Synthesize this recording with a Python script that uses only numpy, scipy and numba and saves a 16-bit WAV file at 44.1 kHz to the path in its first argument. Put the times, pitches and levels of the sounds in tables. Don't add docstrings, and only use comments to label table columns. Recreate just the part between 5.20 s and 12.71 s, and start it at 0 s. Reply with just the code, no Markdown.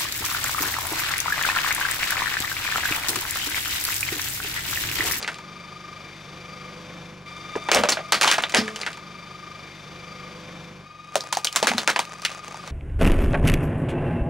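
import sys
import numpy as np
from scipy import signal
from scipy.fft import rfft, irfft, next_fast_len
from scipy.io import wavfile
from scipy.ndimage import map_coordinates
from numba import njit

SR = 44100
rng = np.random.default_rng(int(sys.argv[2]) if len(sys.argv) > 2 else 0)


def master_out(mix):
    frames = np.transpose(np.atleast_2d(mix))
    ceiling = np.clip(frames, -1, 1)
    pcm = np.round(ceiling * 32767).astype(np.int16)
    wavfile.write(sys.argv[1], SR, pcm)


N = 331191
CUT_S = 5.65


def amp(db):
    return 10 ** (np.asarray(db) / 20)


def unit(x):
    return x / np.sqrt(np.mean(x ** 2) + 1e-20)


def along(points, hz):
    f, v = np.transpose(points)
    return np.interp(np.log(hz + 1), np.log(f + 1), v)


def curves(rows):
    s, *cols = np.transpose(rows)
    return [np.interp(np.arange(N) / SR, s, c) for c in cols]


def wobble(rate):
    knots = rng.standard_normal(int(N * rate / SR) + 4)
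    return map_coordinates(knots, [np.arange(N) * rate / SR])


def filtered(x, response):
    m = next_fast_len(N + SR // 2)
    return irfft(rfft(x, m) * response(np.fft.rfftfreq(m, 1 / SR)), m)[..., :N]


def causal(gain):
    cep = irfft(np.log(np.maximum(gain, 1e-6)))
    half = len(cep) // 2
    return np.exp(rfft(np.r_[cep[0], 2 * cep[1:half], np.zeros(half)]))


# frequency in Hz, left-right likeness (1 is mono).
LIKENESS = [(100, 1), (700, 0.98), (2000, 0.95), (5000, 0.96), (9000, 0.71), (13000, 0.9)]


def spread(hz):
    turn = np.arccos(np.clip(along(LIKENESS, hz), -1, 1)) / 2
    return np.array([np.cos(turn), np.sin(turn)])


def coloured(pair, spectrum):
    mid, side = filtered(pair, lambda hz: amp(along(spectrum, hz)) * spread(hz))
    return unit(np.array([mid + side, mid - side]))


def ringing(modes, t):
    return sum(amp(db - 60 * t / t60) * np.sin(2 * np.pi * hz * t) for hz, db, t60 in modes)


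def add(track, s, x):
    i = round(s * SR)
    track[..., i:i + x.shape[-1]] += x[..., :N - i]


def whine(hz, shaft, throb, swing=0.18, wander_hz=4):
    phase = 2 * np.pi * np.cumsum(hz + wander_hz * wobble(30)) / SR
    swell = np.exp(throb * np.cos(shaft)) / np.sqrt(np.i0(2 * throb))
    tone = np.sin(phase - swing * np.sin(shaft + 1.2))
    return unit(swell * amp(1.2 * wobble(25)) * tone)


# start in seconds, firings per second, moment of one firing in seconds.
IDLE_SPEED = [(0, 23.4, 2.425), (3.2, 24.78, 4.236), (5.65, 22.7, 6.11), (6.6, 24.85, 7.197)]
# multiple of the firing rate, relative level in dB.
FIRING_ORDERS = [(1, -17), (2, -21), (3, -11), (4, -10.5), (5, -10), (6, -4), (7, -1.5), (8, -7.5),
                 (9, -11.5), (13, -11), (15, -11)]
# first-pass pitch in Hz, relative level in dB, relative throb depth, lag in firings.
UPPER_WHINES = [(2125, -4.5, 0.82, 0.66), (2360, 2, 0.73, 0.0099), (2960, -19, 0.79, 0),
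                (3540, -12, 0.72, 0.066), (3620, -5.5, 0.48, 0.17), (6020, -17.5, 1.4, 0.24)]
# frequency in Hz, relative level in dB per Hz.
RUSH_TONE = [(24, -51), (40, -28), (162, -7), (255, -13.5), (365, -12), (455, -15.5), (500, -11),
             (880, -17), (1200, -12), (1300, -18.5), (1700, -20.5), (2210, -31), (3740, -120)]
# frequency in Hz, relative level in dB per Hz.
HISS_TONE = [(820, -16.5), (1400, -8.5), (1980, -9.5), (2400, -4), (2690, -11.5), (3540, -9), (4080, -14.5),
             (4860, -13), (5010, -15), (5890, -15.5), (7760, -26.5), (15100, -39), (16000, -51)]
# time in seconds, share of full throb.
UNEVEN_TURNING = [(2.1, 0.44), (4.3, 0.76), (5.6, 0.46), (7.5, 0.98)]
# time in seconds, level in dB.
BAY_LEVEL = [(2.06, -45), (2.25, -43.5), (3.85, -45.5), (5.0, -44), (5.42, -44.5), (5.7, -52.5), (6.1, -51),
             (6.9, -48), (7.5, -46.5)]
# time in seconds, level in dB.
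EXHAUST_LEVEL = [(2.06, -47.5), (3.8, -49.5), (5.25, -45.5), (5.62, -46), (5.68, -54.5), (6.9, -52),
                 (7.5, -47)]
# time in seconds, level in dB before trim.
BELT_LEVEL = [(2.06, -45), (2.5, -39), (3.8, -46.5), (4.02, -45.5), (4.3, -43), (4.6, -54.5), (4.95, -43),
              (5.15, -53), (5.55, -66), (5.68, -46.5), (6.1, -43), (7.5, -43.5)]
WHEEL_PASS_S, SHIELD_S, SHIELD_DB = (2.6, 5.8), 0.55, 8.5
MURMUR_S, MURMUR_WIDTH_S, MURMUR_DB = 5.13, 0.28, -50.5
WHINE_LEFT_DB = 4


def engine(fan_db=0, fan_share=0.35, hiss_db=-2.0, whine_db=-1.0, upper_db=-1.0, whistle_db=-12,
           whistle_follows=0.43, pipe_spread=1.45, pitch_step=.05):
    faders = (BAY_LEVEL, EXHAUST_LEVEL, BELT_LEVEL, UNEVEN_TURNING)
    bay, tail, low, uneven = (curves(rows)[0] for rows in faders)
    t = np.arange(N) / SR
    past_wheel_s = t - np.where(t < CUT_S, *WHEEL_PASS_S)
    upper = bay - SHIELD_DB * (1 + np.tanh(past_wheel_s / SHIELD_S)) / 2

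    start, rate, firing_s = np.transpose(IDLE_SPEED)
    stretch = np.searchsorted(start, t, "right") - 1
    shaft = 2 * np.pi * rate[stretch] * (t - firing_s[stretch]) + 0.035 * wobble(6)

    puffs = np.zeros(N)
    for k, db in FIRING_ORDERS:
        k = round(k)
        level = amp(db + 1.2 * wobble(4))
        puffs += level * np.cos(k * shaft - pipe_spread * k ** 2 + 0.21 * wobble(2.9))
    murmur = amp(MURMUR_DB) * np.exp(-((t - MURMUR_S) / MURMUR_WIDTH_S) ** 2 / 2) * (t < CUT_S)
    exhaust = amp(tail) * unit(puffs) + murmur * whine(500, shaft, throb=0.14, wander_hz=5.14)

    rush_db = fan_share * bay + (1 - fan_share) * tail + fan_db + wobble(11)
    rush = amp(rush_db) * coloured(rng.standard_normal((2, N)), RUSH_TONE)
    air_db = bay + hiss_db + 1.23 * np.cos(shaft) + 0.14 * wobble(9.2)
    air = amp(air_db) * coloured(rng.standard_normal((2, N)), HISS_TONE)

    pitch = 1 + pitch_step * (t > CUT_S)
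    partials = np.zeros(N)
    for hz, db, throb, lag in UPPER_WHINES:
        late = shaft - 2 * np.pi * lag
        tone = whine(hz * pitch, late, 1.3 * throb * uneven, swing=.8, wander_hz=7)
        partials += amp(db + 2.5 * wobble(5)) * tone
    loose = shaft + 0.15 * wobble(10)
    belt = amp(low + whine_db) * whine(1216, loose, throb=1.37 * uneven, swing=0.7, wander_hz=6)
    whistle = whine(4735, shaft, throb=0.87 * uneven, swing=0.92, wander_hz=4.3)
    whistle *= amp(bay + whistle_db + whistle_follows * (low - low.mean()))
    whines = belt + amp(upper + upper_db) * partials + whistle
    balance = amp(np.array([[1], [-1]]) * WHINE_LEFT_DB / 2)
    return exhaust + rush + (air + whines) * balance


# time in seconds, level in dB.
CASE_GRIND_LEVEL = [(2.06, -56), (2.45, -49), (2.86, -54), (3.05, -35), (3.27, -46.5), (3.45, -46),
                    (3.67, -40), (3.74, -52), (4.0, -100)]
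# time in seconds, level in dB.
EGG_GRIND_LEVEL = [(5.7, -76), (5.96, -44.5), (6.3, -49), (6.36, -34), (6.65, -38.5), (6.87, -49.5),
                   (7.13, -39.5), (7.21, -49), (7.5, -43)]
# frequency in Hz, relative level in dB per Hz.
GRIT_TONE = [(60, -45), (200, -13), (600, -1), (2200, -0.5), (6500, -7.5), (10000, -15), (12500, -28),
             (16000, -26)]


def grinding(rate=2500, scatter_db=4.0, smear=0.22, chip_rate=35, chip_size=8):
    ticks = rng.random(N) < rate / SR
    grains = ticks * rng.standard_normal((2, N)) * amp(scatter_db * rng.standard_normal(N))
    chips = chip_size * (rng.random(N) < chip_rate / SR) * rng.uniform(0.79, 1, (2, N))
    t = np.arange(256) / SR
    burst = .5 * amp(-60 * t / 0.0029) * rng.standard_normal((2, 256))
    chips = signal.fftconvolve(chips, burst, axes=1)[:, :N]
    grains = grains + chips + smear * rng.standard_normal((2, N))
    level = curves(CASE_GRIND_LEVEL + EGG_GRIND_LEVEL)[0] + 2.7 * wobble(45)
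    return amp(level) * coloured(grains, GRIT_TONE)


# start in seconds,
# level in dB before the shared lift, ring in Hz, ring boost in dB, bass tilt in dB, treble tilt in dB.
CRACKS_AND_SCRAPES = [ (2.354, -25.5, 645, 4, 13, -18), (2.361, -29.5, 424, 6, 22, 4),
                      (2.487, -22.5, 965, -2, 3, -13.5), (2.516, -7.5, 2440, 8, 7, 5),
                      (2.5468, -9, 1450, 7, 16.5, 14), (2.559, -12.5, 557, 20, -4, -19),
                      (2.57, -11, 560, 6, 5, -9), (2.636, -14.5, 560, 7.5, 6.5, -6.5),
                      (2.688, -17, 5500, 9, 6.5, -2), (2.693, -18.5, 6500, 6, -12, 15),
                      (2.721, -19.5, 4500, 9, 4, 5.5), (2.77, -26, 634, 17.5, -14.5, -26),
                      (2.789, -26.5, 640, 16, 1, -23), (2.922, -10, 1310, 7.5, -1, 5),
                      (2.929, -10.5, 4540, 11, 0.5, -4), (3.012, -16, 1220, 4.5, -1.5, 5.5),
                      (3.031, -13.5, 900, 14, -2, 4), (3.045, -12.5, 1120, 9.5, 3, 1.5),
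                      (3.074, -18, 920, 21, 1, 7), (3.078, -10, 3180, 6.5, -4.5, 0.5),
                      (3.1141, -9, 1610, 5, -4, 2), (3.182, -20, 1720, 1.5, -2.5, -10),
                      (3.223, -32.5, 1930, 6, 16, 18), (3.237, -21.5, 3640, 9.5, -2, -13),
                      (3.296, -32.5, 1180, -1, -15, 2), (3.322, -32.5, 6210, 7, 2, -1),
                      (3.34, -17.5, 2070, 10, 3, -16), (3.347, -6.5, 2120, 4, 7.5, 3.5),
                      (3.371, -13, 4980, 12.5, 6, -1.5), (3.479, -29, 1730, 6.5, -3, -10),
                      (3.56, -31.5, 2910, 8, -16, 4), (3.614, -29.5, 4500, 12, -1, 0.5),
                      (3.633, -32.5, 2080, 7, -14, -21), (3.664, -24.5, 1950, 3.5, -2, -7.5),
                      (3.671, -30, 1460, 20, -15, -10), (3.73, -38, 2190, 3, -13, -3),
                      (3.772, -38, 900, 8, -1, -3), (5.9555, -15, 587, 8.5, 11, 10.5),
                      (6.007, -27.5, 4570, 17, 10, 18), (6.038, -32.5, 650, 21, 8, 12),
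                      (6.1264, -18, 970, 11.5, -2.5, 8), (6.15, -27.5, 4350, 18, -5, 20),
                      (6.1707, -21, 820, 13.5, 5.5, 11.5), (6.2459, -19.5, 7260, 0, 2, 22.5),
                      (6.251, -24.5, 4710, 6, 6.5, 4), (6.2706, -22.5, 3040, 16, -15, 10),
                      (6.327, -32.5, 6650, -2, -10, 19), (6.36, -13, 1200, 7.5, -2, 11.5),
                      (6.428, -14, 840, 3.5, 12, 5.5), (6.446, -25, 4270, 11, 13, -1),
                      (6.471, -10, 2010, 5, 3, 5.5), (6.516, -21, 860, 15, -2, -11),
                      (6.581, -17.5, 3850, 10, 12, 8.5), (6.676, -9.5, 1410, 5, 1, -1.5),
                      (6.701, -20.5, 860, 4, 9, 9.5), (6.761, -16.5, 865, 8, -3, -10),
                      (6.7914, -16, 835, 10.5, -0.5, 4.5), (6.852, -37, 800, 2, -1, 7),
                      (7.0196, -36.5, 1190, 3, -18, 8), (7.0503, -16.5, 2600, 5, -18, 0.5),
                      (7.281, -32, 3760, -4, 14, 6), (7.344, -34, 850, 10, 9, 2),
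                      (7.438, -35.5, 1220, 13, 17, -1), (7.476, -33, 1230, 8.5, 11, 7)]
# frequency in Hz, relative level in dB per Hz.
PLASTIC_TONE = [(59, -49), (100, -33), (197, -11.5), (328, -10), (583, -2), (736, -0.5), (1580, -1),
                (1800, -2), (2220, -2.5), (6560, -10.5), (9610, -18.5), (12100, -29.5), (15000, -30.5),
                (16000, -38)]
# frequency in Hz, t60 in seconds.
UNDERSIDE_ECHO = [(200, 0.17), (700, 0.072), (2500, 0.12), (7000, 0.089), (15000, 0.12)]
TYPICAL_DB = -20
CASE_ECHO_DB, CASE_ECHO_GROWS = 3, 0.14
EGG_ECHO_DB, EGG_ECHO_GROWS = -2, 0.36
CASE_RING_WIDTH, EGG_RING_WIDTH = 0.16, 0.23


def cracks(snap_t60=0.013, splinter=0.069, bend_s=0.001339, build_s=0.00044, street_db=-26,
           street_t60=0.41, level_db=25, crackle_db=2.5, size=16384):
    out = np.zeros((2, N))
    t, hz = np.arange(size) / SR, np.fft.rfftfreq(size, 1 / SR)
    plastic, ports = along(PLASTIC_TONE, hz), spread(hz)
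    bass, treble = 1 / (1 + (hz / 1050) ** 4), 1 - 1 / (1 + (hz / 4100) ** 4)
    chirp = irfft(np.exp(-4j * np.pi * bend_s * np.sqrt(1000 * hz)))

    noise = rng.standard_normal((len(CRACKS_AND_SCRAPES), 2, size))
    bands, frames, z = signal.stft(noise, SR, nperseg=128)
    decay = amp(-60 * frames / along(UNDERSIDE_ECHO, bands)[:, None])
    decay = decay + amp(street_db - 60 * frames / street_t60)
    lumps = amp(crackle_db * rng.standard_normal((len(CRACKS_AND_SCRAPES), 1, 1, len(frames))))
    echoes = signal.istft(z * decay * lumps, SR)[1][..., :size] * (1 - np.exp(-t / build_s))

    for (s, db, ring_hz, ring_db, bass_db, treble_db), echo in zip(CRACKS_AND_SCRAPES, echoes):
        if s < CUT_S:
            echo_db, grows, ring_width = CASE_ECHO_DB, CASE_ECHO_GROWS, CASE_RING_WIDTH
        else:
            echo_db, grows, ring_width = EGG_ECHO_DB, EGG_ECHO_GROWS, EGG_RING_WIDTH
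        echo_db = echo_db + grows * (db - TYPICAL_DB)
        grit = signal.lfilter([.9, -.9], [1, -.8], rng.standard_normal((2, size)))
        snap = splinter * grit * amp(-60 * t / snap_t60)
        snap[0] += 0.23 * chirp
        blow = snap / np.linalg.norm(snap[0]) + amp(echo_db) * echo / np.linalg.norm(echo[0])
        ring = ring_db / (1 + (np.log((hz + 1) / ring_hz) / ring_width) ** 2)
        colour = unit(amp(plastic + ring + bass_db * bass + treble_db * treble))
        mid, side = irfft(rfft(blow) * causal(colour) * ports)
        add(out, s, amp(db + level_db) * np.array([mid + side, mid - side]))
    return out


# frequency in Hz, relative level in dB, t60 in seconds.
LID_MODES = [(590, -4, 0.21), (665, 5.5, 0.71)]


def lid(snaps, ring_db=-72):
    on_case = snaps * (np.arange(N) < CUT_S * SR)
    ring = ringing(LID_MODES, np.arange(SR // 2) / SR)[None]
    return amp(ring_db) * signal.fftconvolve(on_case, ring, axes=1)[:, :N]


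# start in seconds,
# pitch in Hz, level in dB, t60 in seconds.
POPS_AND_THUMPS = [(2.3614, 430, -7, 0.021), (2.488, 855, -1, 0.011), (2.518, 400, -2.5, 0.038),
                   (2.555, 75, -30.5, .25), (2.6365, 586, -7.5, 0.059), (3.075, 85, -30, 0.051),
                   (3.183, 700, -8, 0.023), (3.2371, 1900, 3, 0.0041), (5.9554, 725, -4, 0.016),
                   (6.126, 975, -15, 0.012), (6.1707, 770, -2, 0.013), (6.27, 3080, -10.5, 0.03),
                   (6.4273, 550, -4, 0.016), (6.516, 1110, 0, 0.0067), (6.762, 930, -8, 0.013)]


def pops_and_thumps(rise_s=0.0013):
    out, t = np.zeros(N), np.arange(SR // 3) / SR
    for s, hz, db, t60 in POPS_AND_THUMPS:
        add(out, s, ringing([(hz, db, t60)], t) * (1 - np.exp(-t / rise_s)))
    return out


# start in seconds, level in dB.
TYRE_DROPS = [(2.553, -23), (2.582, -19.5), (2.602, -20), (3.071, -47), (3.363, -23), (3.383, -10),
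              (3.418, -22.5), (6.441, -29), (6.505, -19.5), (6.545, -17)]
# frequency in Hz, relative level in dB, t60 in seconds.
TYRE_MODES = [(99, -15.5, 0.086), (213, -14, 0.58), (232.4, 4, 0.079), (276, -13.5, 0.085),
              (436, -20.5, 0.73), (656, -30.5, 0.61)]


def tyre(rise_s=0.0086):
    out, t = np.zeros(N), np.arange(SR) / SR
    for s, db in TYRE_DROPS:
        add(out, s, amp(db) * ringing(TYRE_MODES, t) * (1 - np.exp(-t / rise_s)))
    return out


# frequency in Hz, lead of the left port in radians.
LEFT_PORT_LEAD = [(0, 1), (950, -0.63), (3270, -0.5), (8270, 0.77), (11000, -0.81), (12100, -1.6),
                  (13500, -0.0), (16600, 0.0)]
PREVIEW_S, PREVIEW_FROM_S = 2.06, 3.5869


def scene():
    snaps = cracks()
    street = snaps + lid(snaps) + pops_and_thumps() + tyre() + grinding() + engine()
    half_turns = np.array([[.5j], [-.5j]])
    street = filtered(street, lambda hz: np.exp(half_turns * along(LEFT_PORT_LEAD, hz)))
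    length, start = round(PREVIEW_S * SR), round(PREVIEW_FROM_S * SR)
    return np.hstack([street[:, start:start + length], street[:, length:]])


@njit
def follow(level, attack, release):
    out, held = np.empty(len(level)), 0.
    for i in range(len(level)):
        held += (level[i] - held) * (attack if level[i] > held else release)
        out[i] = held
    return out


def record(dry, limit_db=-12, attack_s=0.00084, release_s=0.0076):
    held = follow(np.abs(dry).max(0), 1 / (attack_s * SR), 1 / (release_s * SR))
    x = dry * np.minimum(1, amp(limit_db) / (held + 1e-9))
    x = x / (1 + (x / .74) ** 4) ** (1 / 4)
    return filtered(x, lambda hz: 1 / (1 + (hz / 16100) ** 120))


dry = scene()
out = record(dry)
master_out(out)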